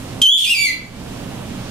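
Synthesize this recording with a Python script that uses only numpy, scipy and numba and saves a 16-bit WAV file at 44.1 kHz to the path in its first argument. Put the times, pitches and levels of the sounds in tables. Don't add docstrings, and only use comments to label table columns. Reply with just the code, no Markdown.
import sys
import numpy as np
from scipy import signal
from scipy.fft import rfft, irfft
from scipy.io import wavfile
from scipy.ndimage import uniform_filter1d, minimum_filter1d
from numba import njit

SR = 44100
rng = np.random.default_rng(int(sys.argv[2]) if len(sys.argv) > 2 else 0)


def put_to_file(sound):
    columns = np.atleast_2d(sound).T
    safe = np.clip(columns, -1, 1)
    whole_steps = np.round(safe * 32767)
    wavfile.write(sys.argv[1], SR, whole_steps.astype(np.int16))


def linear_from_db(decibels):
    return 10 ** (np.asarray(decibels, float) / 20)


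N = 74970

# (dB per Hz, relative)
AIR_SPECTRUM = [(20, 4.5), (38, -10.5), (59, -3.5), (122, -1), (239, -0.5), (394, -9.5), (1270, -17.5),
                (2100, -22), (2800, -21.5), (4450, -27), (8690, -31), (13000, -37), (16000, -45)]
# pitch_hz, likeness (0 to 1)
AIR_LIKENESS = [(60, 1), (130, 0.87), (290, 1), (640, 0.0044), (1410, 1), (3100, 0.071), (6820, 0.057),
                (15000, 0.085)]
# pitch_hz, width_hz (between half-amplitude points), level_db (rms, ahead of pan and gain control)
FAN_TONES = [(121.4, 24, -39), (185.8, 4.7, -44), (256.2, 36, -43), (36, 23, -45.5)]
# second_harmonic_db, higher_harmonics_db, breath_db
CALL = [(0.2175, 3150, -6.5, -31, -34, -9), (.221, 3160, -8, -15, -36, -11),
        (0.241, 3164, 5, -25, -56, -27.5), (.268, 2998, 6.5, -18, -17, -20.5),
        (0.299, 3287, 10, -27, -36, -58), (0.352, 3540, 3, -12.5, -22, -41),
        (0.383, 3487, 0.5, -27, -30, -12), (0.418, 3393, -11.5, -21, -38, -0.5),
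        (0.435, 3140, -17, -10, -38, -1.5), (.45, 2682, -9.5, -28, -32, 1.5),
        (0.467, 2385, -8, -15, -34, -10.5), (0.486, 2516, -14, -5, -19, -2),
        (.50, 2779, -5.5, -13, -11.5, -14.5), (.525, 2823, -2, -30, -17, -11.5),
        (0.552, 2396, -10.5, -3.5, -28, -8), (0.573, 2307, -14, 0.5, -9, -10),
        (0.613, 2315, -8.5, -3.5, -9, -19), (0.651, 2293, -7.5, -12.5, -13, -13),
        (.675, 2095, -12.5, -4, -13, -15.5), (0.701, 1990, -17, -14, -20, -18),
        (.715, 2020, -44, 13, -24, -33), (.73, 1900, -58, -12, -6, -30)]
# (dB per Hz, relative)
BREATH_SPECTRUM = [(1500, -29.5), (2300, -8), (3500, 2.5), (4800, -5.5), (6000, -5), (8000, -4),
                   (10500, -4.5), (13000, -10.5), (16000, -19)]

AIR_DB = -30
AIR_PAN_DB, AIR_LAG_S = -4, .0001
BASS_DRIFT_DB, FLICKER_DB = 0.1, 0.87
ROOM_DB, ROOM_T60_S, TREBLE_T60_S, ROOM_GAP_S = -1.36, 0.43, 0.31, 0.0023
JITTER, RASP, JITTER_HZ = .002, .03, 300
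HARMONIC_FALL_DB = -5
HALF_S, HALF_LENGTH_S, HALF_DB = .635, 0.017, -12
FLUTTER_DB, FLUTTER_HZ = 6, 120
GRAIN_DB, GRAIN_HZ = 2, 200
ONSET_S, ONSET_RISE_S = .2153, .003
CHICK_PAN_DB, CHICK_TREBLE_PAN_DB, CHICK_LAG_S = -1.5, -4.5, -.00003
THRESHOLD_DB, RATIO, SENSE_S, ATTACK_S, RELEASE_S = -18, 3.91, .008, 0.0029, 0.027
HOLD_DB, HOLD_S, HOLD_FADE_S = 10, 0.18, 0.087
TOP_HZ = 15750


def level(x, db):
    return x * linear_from_db(db) / np.sqrt(np.mean(x ** 2))


def across(table, hz):
    table = np.array(table, float)
    return np.interp(np.log(np.maximum(hz, 1)), np.log(np.maximum(table[:, 0], 1)), table[:, 1])


def walk(rate):
    k = int(SR / rate)
    steps = np.repeat(rng.standard_normal(N // 50)[:N // k + 1], k)
    return 1.3 * uniform_filter1d(uniform_filter1d(steps, k), k)[:N]


def place(left, right, pan_db, lag_s, treble_db=0):
    hz = np.fft.rfftfreq(N, 1 / SR)
    treble = 1 / (1 + (7000 / (hz + 1)) ** 4)
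    half = linear_from_db((pan_db + treble_db * treble) / 2)
    delay = np.exp(-2j * np.pi * hz * lag_s)
    return np.array([irfft(rfft(left) * delay * half, N), irfft(rfft(right) / half, N)])


@njit
def slew(db, attack, release):
    out, e = np.empty(len(db)), 0.
    for i in range(len(db)):
        e += (db[i] - e) * (attack if db[i] > e else release)
        out[i] = e
    return out


def ventilation():
    hz = np.fft.rfftfreq(N, 1 / SR)
    mid, side = rfft(rng.standard_normal((2, N))) * linear_from_db(across(AIR_SPECTRUM, hz))
    likeness = np.clip(across(AIR_LIKENESS, hz), -.99, .99)
    apart = np.sqrt((1 - likeness) / (1 + likeness))
    pair = np.array([mid + side * apart, mid - side * apart])
    out, drift = 0, walk(11.6)
    for k in range(11):
        octave = np.log2(np.maximum(hz, 1) / 20) - k
        share = np.cos(np.pi / 2 * np.clip(octave, -1, 1)) ** 2
        bass = np.clip(1.5 - k / 5, 0, 1)
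        out = out + irfft(pair * share, N) * linear_from_db(BASS_DRIFT_DB * drift * bass + FLICKER_DB * walk(20))
    out = level(out, AIR_DB)
    for tone_hz, width, db in FAN_TONES:
        resonance = 1 + ((hz - tone_hz) / width * 2) ** 2
        out = out + level(irfft(rfft(rng.standard_normal(N)) / resonance, N), db)
    return place(out[0], out[1], AIR_PAN_DB, AIR_LAG_S)


def room(x):
    t = np.arange(SR) / SR
    noise = rng.standard_normal((2, SR))
    low = signal.sosfilt(signal.butter(3, 7000, fs=SR, output="sos"), noise)
    tail = low * linear_from_db(-60 * t / ROOM_T60_S) + (noise - low) * linear_from_db(-60 * t / TREBLE_T60_S)
    tail = tail * np.clip(t / ROOM_GAP_S - 1, 0, 1)
    tail = tail / np.sqrt(np.sum(tail ** 2, axis=1, keepdims=True))
    return linear_from_db(ROOM_DB) * signal.fftconvolve(x[None], tail, axes=1)[:, :N]


def chick():
    t, call = np.arange(N) / SR, np.array(CALL, float)
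    curves = [uniform_filter1d(np.interp(t, call[:, 0], column), size=90) for column in call.T[1:]]
    hz, db, second, higher, breath = curves
    wobble = (JITTER + RASP * linear_from_db(breath)) * walk(JITTER_HZ)
    phase = 2 * np.pi * np.cumsum(hz * (1 + wobble)) / SR
    tone = np.sin(phase) + linear_from_db(second) * np.sin(2 * phase)
    for k in range(3, 7):
        below_limit = k * hz < .45 * SR
        tone = tone + linear_from_db(higher + HARMONIC_FALL_DB * (k - 3)) * np.sin(k * phase) * below_limit
    doubling = np.exp(-((t - HALF_S) / HALF_LENGTH_S) ** 2)
    tone = tone + linear_from_db(HALF_DB) * doubling * np.sin(3 * phase / 2)
    tone = tone * linear_from_db(FLUTTER_DB * linear_from_db(breath) * walk(FLUTTER_HZ))
    breath_shape = linear_from_db(across(BREATH_SPECTRUM, np.fft.rfftfreq(N, 1 / SR)))
    air = level(irfft(rfft(rng.standard_normal(N)) * breath_shape, N), 0)
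    air = linear_from_db(breath + GRAIN_DB * walk(GRAIN_HZ)) * air
    on = np.clip((t - ONSET_S) / ONSET_RISE_S, 0, 1) * (t < call[-1, 0])
    return on * linear_from_db(db) * (np.sqrt(2) * tone + air)


def scene():
    voice = chick()
    wet = room(voice)
    whistle = place(voice + wet[0], voice + wet[1], CHICK_PAN_DB, CHICK_LAG_S, CHICK_TREBLE_PAN_DB)
    return whistle + ventilation()


def band_limit(x):
    return signal.sosfilt(signal.butter(12, 15750, fs=SR, output="sos"), x)


def record(dry):
    sense = 1 / (SENSE_S * SR)
    power = signal.lfilter([sense], [1, sense - 1], np.mean(dry ** 2, axis=0))
    over = np.maximum(10 * np.log10(power + 1e-12) - THRESHOLD_DB, 0)
    hold = 2 * int(HOLD_S * SR / 2) + 1
    held = -minimum_filter1d(-np.minimum(over, HOLD_DB), hold, origin=hold // 2, mode="nearest")
    attack = 1 / (ATTACK_S * SR)
    quick = slew(over, attack, 1 / (RELEASE_S * SR))
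    lingering = slew(held, attack, 1 / (HOLD_FADE_S * SR))
    gain = linear_from_db(-(1 - 1 / RATIO) * np.maximum(quick, lingering))
    top_cut = signal.ellip(14, .2, 90, TOP_HZ, fs=SR, output="sos")
    mix = signal.sosfilt(top_cut, dry * gain)
    return band_limit(mix)


dry = scene()
out = record(dry)
put_to_file(out)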